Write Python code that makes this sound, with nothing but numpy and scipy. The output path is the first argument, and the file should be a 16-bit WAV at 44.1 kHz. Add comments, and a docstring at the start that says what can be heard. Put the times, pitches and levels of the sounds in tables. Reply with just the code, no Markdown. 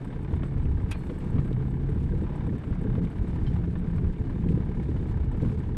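"""Knobby mountain bike tyres hum and rumble along a dirt trail, heard from low on the frame by the
rear wheel. Bumps jolt the bike, grit cracks under the tread, the frame thuds and loose parts rattle.
The pedalled chain purrs, ticks and sizzles over the sprocket and clanks once in a gear change.
A stone pings off metal, and grass hisses as it brushes past."""
import sys
import numpy as np
from scipy import signal
from scipy.fft import rfft, irfft
from scipy.io import wavfile

SR = 44100
rng = np.random.default_rng(int(sys.argv[2]) if len(sys.argv) > 2 else 0)


def dump(signal):
    """Clip the signal to [-1, 1] and save it as 16-bit WAV at the path in sys.argv[1]."""
    limited = np.clip(np.atleast_2d(signal).T, -1, 1)
    pcm = np.round(limited * 32767).astype(np.int16)
    wavfile.write(sys.argv[1], SR, pcm)


N = 254456
TIME = np.arange(N) / SR

# Levels in the tables are relative: a layer may add its own trim.
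# low end of the heaving bike: (frequency [Hz], level [dB])
HEAVE_EQ = [(10, -35), (20, -7.5), (28, 2), (45, -1.5), (75, 1.5), (100, -2), (125, -6), (180, -18.5),
            (2000, -130)]
# rumble of the tread: (frequency [Hz], level [dB])
TREAD_EQ = [(50, -11), (95, -3.5), (135, 3.5), (158, 0.5), (175, -1.5), (205, -2.5), (250, -8),
            (310, -16.5), (500, -30), (8000, -130)]
# rough patches of trail: (centre [s], length [s], heave boost [dB], rumble boost [dB])
ROUGH_PATCHES = [(.73, 0.83, 7, -1.5), (1.39, 0.22, 2, 6), (2.03, 0.77, 4, 0), (2.54, 0.26, -2.5, 3),
                 (2.95, 0.24, 3.5, 5), (3.22, 0.07, 6, -3.5), (3.5, 0.36, 7, 0.5), (4.05, 0.27, 7, 0.5),
                 (4.51, 0.31, 3.5, 6.5), (4.95, 0.27, 2.5, 3), (5.22, 0.48, 5.5, -3.5),
                 (5.46, 0.12, 5.5, 8)]
# the tyres roll light or over smooth sand: (centre [s], length [s], dip [dB])
LULLS = [(0, 0.43, -8), (.23, 0.33, -5), (.5, 0.12, -7.5), (1.04, 0.68, -4.5), (2.34, 0.25, -3),
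         (2.63, 0.17, -8), (3.13, 0.11, -9), (4.16, 0.1, -10.5)]
# drone of the knobs, clearest on firm ground: (time [s], pitch [Hz], level [dB])
KNOB_HUM = [(0, 150.4, -55), (.42, 141.6, -35.5), (.68, 119, -41), (.9, 95.6, -42), (1.2, 89.8, -56),
            (1.56, 126, -28.5), (1.75, 137.5, -35.5), (2.2, 139, -37), (2.72, 170, -43.5),
            (3.02, 171.7, -30.5), (3.2, 171.9, -55.5), (3.55, 170.9, -34), (4.25, 168.1, -43),
            (4.66, 178, -36.5), (5.3, 168, -46.5)]
# bumps under the tyres: (time [s], level [dB], pitch [Hz])
JOLTS = [(0.333, -5.5, 76.5), (1.343, -0.5, 96), (1.388, -10, 138.9), (1.511, -9.5, 118), (2.712, -6, 77.7),
         (2.85, -10, 185), (3.193, -8, 68.5), (4.201, -2.5, 91.1), (4.538, -6.5, 134), (5.424, -6.5, 98.46),
         (5.47, -9, 144)]
# hollow knocks in the frame: (time [s], level [dB])
THUDS = [(.328, -32), (1.102, -31), (1.111, -28.5), (1.382, -31), (1.509, -31), (1.889, -28.5),
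         (2.134, -30), (2.221, -31), (2.477, -31), (2.525, -30), (2.85, -31), (2.978, -28), (4.035, -30),
         (4.456, -27.5), (4.502, -30), (4.572, -31), (4.887, -28.5), (5.419, -29), (5.43, -33)]
# body of the frame: (frequency [Hz], level [dB], t60 [s])
FRAME_MODES = [(172.3, -4.5, 0.091), (271.7, 0, 0.061), (301, -1.5, 0.1), (353.2, -0.5, 0.045),
               (428, -5, 0.093), (491.5, -8, 0.051)]
# loose parts hit the frame: (time [s], level [dB])
RATTLES = [(0.125, -42.5), (0.337, -41), (0.432, -37), (1.097, -39.5), (1.382, -41), (2.636, -42),
           (2.951, -42), (3.637, -45), (3.753, -46), (3.981, -42.5), (4.961, -43), (5.448, -44)]
# their clatter: (frequency [Hz], level [dB], t60 [s])
RATTLE_MODES = [(620, 8, 0.024), (885, -10, 0.095), (1110, 2, 0.04), (1360, 0.5, 0.044),
                (1720, -9.5, 0.057), (2130, -1.5, 0.018)]

# steady pedalling: (time [s], chain speed [links/s])
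CHAIN_SPEED = [(0, 34.5), (1.7, 33.95), (2.3, 34.8), (2.9, 34.6), (4.2, 35.4), (4.65, 36.1), (5, 34.7)]
# the purr follows the pull on the chain: (time [s], level [dB])
CHAIN_LOAD = [(0, -52.5), (.42, -52.5), (.8, -54), (1.38, -52), (1.72, -55), (2.15, -53.5), (2.3, -51),
              (2.6, -53), (3.5, -52), (3.66, -55.5), (3.95, -53.5), (5.77, -53.5)]
# rub of the rollers: (frequency [Hz], level [dB])
ROLLER_EQ = [(250, -27.5), (550, -2), (690, -3), (1000, -10.5), (1110, -7.5), (1620, -12), (3650, -28),
             (6000, -40), (20000, -93)]
# ring of the sprocket: (frequency [Hz], level [dB], t60 [s])
SPROCKET_MODES = [(836, 9, 0.023), (991, 3.5, 0.042), (1568, -5, 0.068), (1762, 7, 0.012), (2234, 5, 0.012),
                  (2954, -6, 0.017), (3619, -2.5, 0.011)]
# the chain slaps metal in a quick chatter as it shifts: (time [s], level [dB])
CLANKS = [(.9085, -40), (.9128, -27), (.9155, -34), (.919, -35), (.9245, -37)]
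# metallic tone of each slap: (frequency [Hz], level [dB], t60 [s])
CLANK_MODES = [(915, -6, .045), (1350, -10, .04), (1930, -7, .07), (2396, -4.5, .12), (2535, 1, .07),
               (3500, -15, .025), (4893, -17.5, .06), (5685, -21, .06), (8704, -18, .04), (9300, -15, .04),
               (11302, -18, .025)]
# a thin, bright ring lingers after the shift: (frequency [Hz], level [dB], t60 [s])
SHIFT_TAIL_MODES = [(4267, 0, .7)]
# a stone hits and bounces: (time [s], level [dB])
PINGS = [(3.466, -44), (3.477, -51), (3.4835, -55)]
# the metal it strikes: (frequency [Hz], level [dB], t60 [s])
PING_MODES = [(2169, -6, .08), (2955, -6, .08), (3112, 0, .09), (4086, -13, .1), (5265, -13, .12)]
# single bits of grit crack: (time [s], level [dB], band centre [Hz])
CRUNCHES = [(0.247, -43, 1780), (0.655, -45.5, 1880), (1.206, -46, 2418), (1.529, -47, 2900),
            (3.05, -48, 2892), (4.487, -44.5, 2325)]
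# bed of crushed dirt: (frequency [Hz], level [dB])
GRIT_EQ = [(300, -18), (900, 0), (2000, 0), (3700, -10), (5000, -26), (14000, -70)]

# sharpest clicks of chain plates on teeth: (time [s], level [dB])
TICKS = [(0.047, -58), (0.2264, -62), (0.4614, -64), (1.073, -61), (1.185, -58), (1.2436, -59.5),
         (1.3029, -59), (1.452, -59), (1.7045, -62), (1.8951, -58), (2.358, -58), (2.468, -61),
         (2.582, -61), (2.8135, -61), (3.049, -60), (3.103, -60.5), (3.279, -60), (3.788, -61),
         (3.9594, -62), (5.3158, -61), (5.599, -63)]
# bright ring of a plate: (frequency [Hz], level [dB], t60 [s])
PLATE_MODES = [(8000, 0.5, 0.055), (8100, 4, 0.035), (8600, -8, 0.05), (9100, -6.5, 0.1),
               (10900, -5.5, 0.046), (12300, -7.5, .025)]
# the chain rubs askew, less as it settles into gear: (time [s], level [dB])
SIZZLE_LEVEL = [(0, -86), (.45, -83), (.6, -92), (.8, -94), (.95, -76), (1.35, -83), (1.7, -83),
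                (2.3, -84.5), (5.77, -99)]
# thin top end of that rub: (frequency [Hz], level [dB])
SIZZLE_EQ = [(5000, -44.5), (7400, -16), (7950, -2), (8300, -7.5), (8700, -15.5), (10300, -16), (11100, -9),
             (13000, -22), (15000, -60)]
# dry links squeak: (time [s], length [s], level [dB])
SQUEAKS = [(0.06, .085, -75), (0.432, 0.062, -69), (.615, .055, -75), (1.077, 0.048, -73)]
# taller tufts swell over the short grass: (centre [s], length [s], boost [dB])
TUFTS = [(1.12, 0.51, 2.4), (1.42, 0.097, 5.1), (3.3, 1, 2.7), (4.51, 0.074, 11), (4.95, 0.62, 5.5),
         (5.5, 0.43, 6.05)]
# hiss of the blades: (frequency [Hz], level [dB])
GRASS_EQ = [(800, -1.5), (2500, 6.5), (4500, -0.5), (6000, -6.5), (8000, -4), (10200, -10), (11500, -14.5),
            (12800, -24.5), (15000, -74)]


def tyres(heave_db=-31, rumble_db=-32.5, frame_db=-41, frame_follow=.3, lull_share=.87):
    """Lumps of earth heave the bike; knobs and grit drum on the tyres and set the frame humming."""
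    lumpy_db, stony_db = swells(ROUGH_PATCHES)
    lull_db = swells(LULLS)[0]
    drum_db = stony_db + lull_share * lull_db
    lumps = grains(per_s=250, spread_db=1)
    heave = steadied(colour(lumps, HEAVE_EQ)) * gain_of(heave_db + lumpy_db + lull_db)
    drumming = grains(per_s=240, spread_db=2.8) + .3 * rng.standard_normal(N)
    tread = steadied(colour(drumming, TREAD_EQ)) * gain_of(rumble_db + drum_db)
    frame = steadied(ringing(drumming, FRAME_MODES), size=12000)
    return heave + tread + frame * gain_of(frame_db + frame_follow * drum_db)


def knob_hum(waver=.022, flutter_db=2.5):
    """Rows of knobs meet the ground in turn and drone, never quite evenly."""
    hz, db = curve(KNOB_HUM)
    cycles = np.cumsum(hz * (1 + waver * wander(hz=19.9))) / SR
    return unit_rms(np.sin(2 * np.pi * cycles)) * gain_of(db + flutter_db * wander(hz=39))


def jolts(t60=.053, rise_s=.0059, trim_db=-2):
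    """A bump shoves the frame, which swings a few times: a short, deep thump."""
    t, out = np.arange(SR // 4) / SR, np.zeros(N)
    envelope = (1 - np.exp(-t / rise_s)) * decay(t, t60)
    for s, db, hz in JOLTS:
        add(out, s, -gain_of(db + trim_db) * np.sin(2 * np.pi * hz * t) * envelope)
    return out


def thuds():
    """Knocks ring the frame with a hollow body."""
    return gain_of(7.5) * strikes(THUDS, FRAME_MODES, detune=.14, noise=.25, t60=.04, band_hz=(200, 520))


def rattles():
    """Loose parts clack against the frame."""
    clacks = strikes(RATTLES, RATTLE_MODES, detune=.14, noise=.16, t60=.057, band_hz=(750, 3300))
    return gain_of(6.5) * clacks


def chain(land=.09, rise=.22, fall=.6, uneven_db=2.5, land_db=-4.5, ring_db=-8, rub_db=-.7):
    """Each link lands softly on a tooth and rings the sprocket, then its roller grinds into place."""
    links = links_passed()
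    age = links % 1  # in link periods, as are land, rise and fall
    force = gain_of(uneven_db * rng.standard_normal(SR)[links.astype(int)])
    landing = force * (age / land * np.exp(-age / land)) ** 2 * rng.standard_normal(N)
    pressure = unit_rms((1 - np.exp(-(age / rise) ** 2)) * np.exp(-age / fall)) + .5
    grind = pressure * grains(per_s=8000, spread_db=2) * gain_of(1.52 * wander(hz=24.2))
    ring = gain_of(land_db) * ringing(landing, SPROCKET_MODES)
    ring += gain_of(ring_db) * ringing(grind, SPROCKET_MODES)
    rub = gain_of(rub_db) * colour(grind * rng.choice([-1, 1], N), ROLLER_EQ)
    return (ring + rub) * gain_of(curve(CHAIN_LOAD)[0])


def gear_change():
    """The chain cracks onto the next sprocket; the frame adds a duller clatter, and a thin, bright ring lingers
    on."""
    snap = strikes(CLANKS, CLANK_MODES, detune=.02, noise=.36, t60=.033, band_hz=(800, 10500))
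    clatter = strikes(CLANKS, RATTLE_MODES, detune=.1, noise=.8, t60=.1, band_hz=(1300, 3600))
    hardest = max(CLANKS, key=lambda row: row[1])
    tail = strikes([hardest], SHIFT_TAIL_MODES, detune=0, noise=0, t60=.03, band_hz=(800, 12000))
    return gain_of(-5) * snap + gain_of(-11.5) * clatter + gain_of(-36) * tail


def stone_ping():
    """A small stone pings off metal and bounces."""
    bounces = strikes(PINGS, PING_MODES, detune=.025, noise=.8, t60=.04, band_hz=(1500, 4000))
    return gain_of(-4.5) * bounces


def crunches(t60=.019, rise_s=.0003, log_width=.25):
    """A bit of grit splits with one dry snap; the smaller it is, the brighter."""
    t, out = np.arange(SR // 20) / SR, np.zeros(N)
    envelope = (1 - np.exp(-t / rise_s)) * decay(t, t60)
    for s, db, hz in CRUNCHES:
        band = signal.butter(2, hz * np.exp([-log_width, log_width]), "band", fs=SR, output="sos")
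        snap = unit_rms(signal.sosfilt(band, rng.standard_normal(len(t))))
        add(out, s, gain_of(db) * snap * envelope)
    return out


def gravel(level_db=-69):
    """The tread crushes crumbs of dirt into a soft, dense crunch."""
    t = np.arange(SR // 20) / SR
    crumbs = abs(grains(per_s=170, spread_db=1))
    crush = signal.oaconvolve(crumbs, np.exp(-t / .002) * t)[:N]
    return colour(crush * rng.standard_normal(N), GRIT_EQ) * gain_of(level_db)


def chain_ticks():
    """Now and then a plate hits a tooth with a crisp click."""
    clicks = strikes(TICKS, PLATE_MODES, detune=.029, noise=.37, t60=.06, band_hz=(5500, 12500))
    return gain_of(-3) * clicks


def plate_tinkle(level_db=-74.5, lag_links=.02, accent_db=2, settle_db_per_s=-1.8, sway_db=4):
    """Every outer link grazes a tooth with its two plates, in flurries as the chain sways."""
    pairs = (links_passed() - lag_links + 1) / 2
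    at = np.repeat(np.flatnonzero(np.diff(np.floor(pairs))), 2)  # one sample index per plate
    late, force = rng.standard_normal((SR, 2))[:len(at)].T
    alternate = (-1) ** (np.arange(len(at)) // 2)
    flurry_db = sway_db * np.tanh(wander(hz=5)[at])
    graze_db = level_db + accent_db * alternate + settle_db_per_s * TIME[at] + flurry_db
    grazes = zip(TIME[at] + .004 * late, graze_db + 3 * force)
    return strikes(grazes, PLATE_MODES, detune=.022, noise=.19, t60=.057, band_hz=(6500, 12000))


def sizzle(flutter_db=3.5, spurt_db=6):
    """The chain runs slightly askew, and dry metal rubs in thin, ringing spurts."""
    flicker_db = flutter_db * wander(hz=35) + spurt_db * np.tanh(wander(hz=9.7))
    rub = rng.standard_normal(N) * gain_of(flicker_db)
    return colour(rub, SIZZLE_EQ) * gain_of(curve(SIZZLE_LEVEL)[0])


def squeaks(from_hz=7700, to_hz=8540, waver_hz=130):
    """A dry pin turns in its link with a faint, unsteady, rising whistle."""
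    out, waver = np.zeros(N), waver_hz * wander(hz=600)
    for s, length, db in SQUEAKS:
        progress = np.linspace(0, 1, int(length * SR))
        hz = from_hz + (to_hz - from_hz) * progress + waver[int(s * SR):][:len(progress)]
        add(out, s, gain_of(db) * np.sin(np.pi * progress) * np.sin(2 * np.pi * np.cumsum(hz) / SR))
    return out


def grass(bed_db=-69.5, clump_db=2.5):
    """Blades brush the bike, and their tiny strokes merge into a bed of hiss."""
    strokes = grains(per_s=7000, spread_db=2.8) * gain_of(clump_db * wander(hz=40))
    return colour(strokes, GRASS_EQ) * gain_of(bed_db + swells(TUFTS)[0])


def strikes(rows, modes, detune, noise, t60, band_hz):
    """Each hit rings the modes, slightly retuned; noise, t60 and band_hz shape its scraping attack."""
    hz, db, mode_t60 = np.transpose(modes)[:, :, None]
    t, out = np.arange(int(2 * mode_t60.max() * SR)) / SR, np.zeros(N)
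    band = signal.butter(4, band_hz, "band", fs=SR, output="sos")
    scrapes = unit_rms(signal.sosfilt(band, rng.standard_normal(N)))
    contact = 1 - np.exp(-(2 * t * hz.min()) ** 2)  # heavier parts take longer to get moving
    for s, level_db in rows:
        phase, shift = rng.random((2, len(modes), 1))
        tuned_hz = hz * (1 + detune * (shift - .5))
        partials = gain_of(db) * decay(t, mode_t60) * np.sin(2 * np.pi * (tuned_hz * t + phase))
        ring = partials.sum(0) / np.linalg.norm(gain_of(db))
        scrape = scrapes[int(rng.random() * N / 2):][:len(t)] * decay(t, t60)
        add(out, s, gain_of(level_db) * contact * (ring + noise * scrape))
    return out


def ringing(x, modes):
    """A steady drive sings through an object's modes, at rms 1."""
    hz, db, t60 = np.transpose(modes)[:, :, None]
    t = np.arange(SR // 4) / SR
    polarity = (-1) ** np.arange(len(modes))[:, None]
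    partials = polarity * gain_of(db) * decay(t, t60) * np.sin(2 * np.pi * hz * t)
    attack = 1 - np.exp(-t * hz.min())
    return unit_rms(signal.oaconvolve(x, partials.sum(0) * attack)[:N])


def colour(x, eq, size=8192):
    """Minimum-phase EQ, so every push rings after it lands; comes out at rms 1."""
    hz, db = np.transpose(eq)
    bin_hz = abs(np.fft.fftfreq(size, 1 / SR)) + 1
    log_gain = np.log(gain_of(np.interp(np.log(bin_hz), np.log(hz), db)))
    ring = np.fft.ifft(np.exp(np.conj(signal.hilbert(log_gain)))).real[:size // 2]
    return unit_rms(signal.oaconvolve(x, ring)[:len(x)])


def grains(per_s, spread_db):
    """Scattered clicks of uneven size and random polarity."""
    size = gain_of(spread_db * np.minimum(rng.exponential(1, N), 4))
    return unit_rms(size * rng.choice([-1, 1], N) * (rng.random(N) < per_s / SR))


def wander(hz):
    """Smooth random modulation of rms 1, up to about the given rate."""
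    rolloff = np.exp(-(np.fft.rfftfreq(N, 1 / SR) / hz) ** 2)
    return unit_rms(irfft(rfft(rng.standard_normal(N)) * rolloff, N))


def steadied(x, size=6000):
    """Rides the gain to level out slow swings."""
    window = signal.windows.hann(size)
    power = signal.fftconvolve(x ** 2, window, "same") / signal.fftconvolve(np.ones(N), window, "same")
    return x / np.sqrt(power + 1e-9)


def links_passed():
    """Running count of chain links that have met the sprocket."""
    return np.cumsum(curve(CHAIN_SPEED)[0]) / SR + .58


def swells(rows):
    """One smooth bell per row, summed for each dB column."""
    centre, length, *columns = np.transpose(rows)
    bells = np.cos(np.pi * np.clip((TIME - centre[:, None]) / length[:, None], -.5, .5)) ** 2
    return np.array(columns) @ bells


def curve(rows):
    """An automation lane for each value column of a time table."""
    s, *columns = np.transpose(rows)
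    return [np.interp(TIME, s, c) for c in columns]


def decay(t, t60):
    """A tail that falls 60 dB in t60 seconds."""
    return np.exp(-np.log(1000) * t / t60)


def gain_of(db):
    """Decibels to amplitude."""
    return 10 ** (np.asarray(db) / 20)


def unit_rms(x):
    """Scales to rms 1."""
    return x / np.sqrt(np.mean(x ** 2) + 1e-20)


def add(mix, s, sound):
    """Mixes a sound in at time s."""
    part = mix[max(round(s * SR), 0):][:len(sound)]
    part += sound[:len(part)]


def scene():
    """A dry mono mix at one microphone on the frame, in the open air."""
    trail = tyres() + knob_hum() + jolts() + gravel() + crunches()
    drive = chain() + plate_tinkle() + sizzle() + squeaks() + gear_change() + chain_ticks()
    knocks = thuds() + rattles() + stone_ping()
    return (trail + drive + knocks + grass())[None]


def record(dry, cutoff_hz=15100):
    """The camera's band limit: a steep high cut."""
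    high_cut = signal.firwin(511, cutoff_hz, window=("kaiser", 9), fs=SR)
    return signal.oaconvolve(dry, high_cut[None], "same")


dry = scene()
out = record(dry)
dump(out)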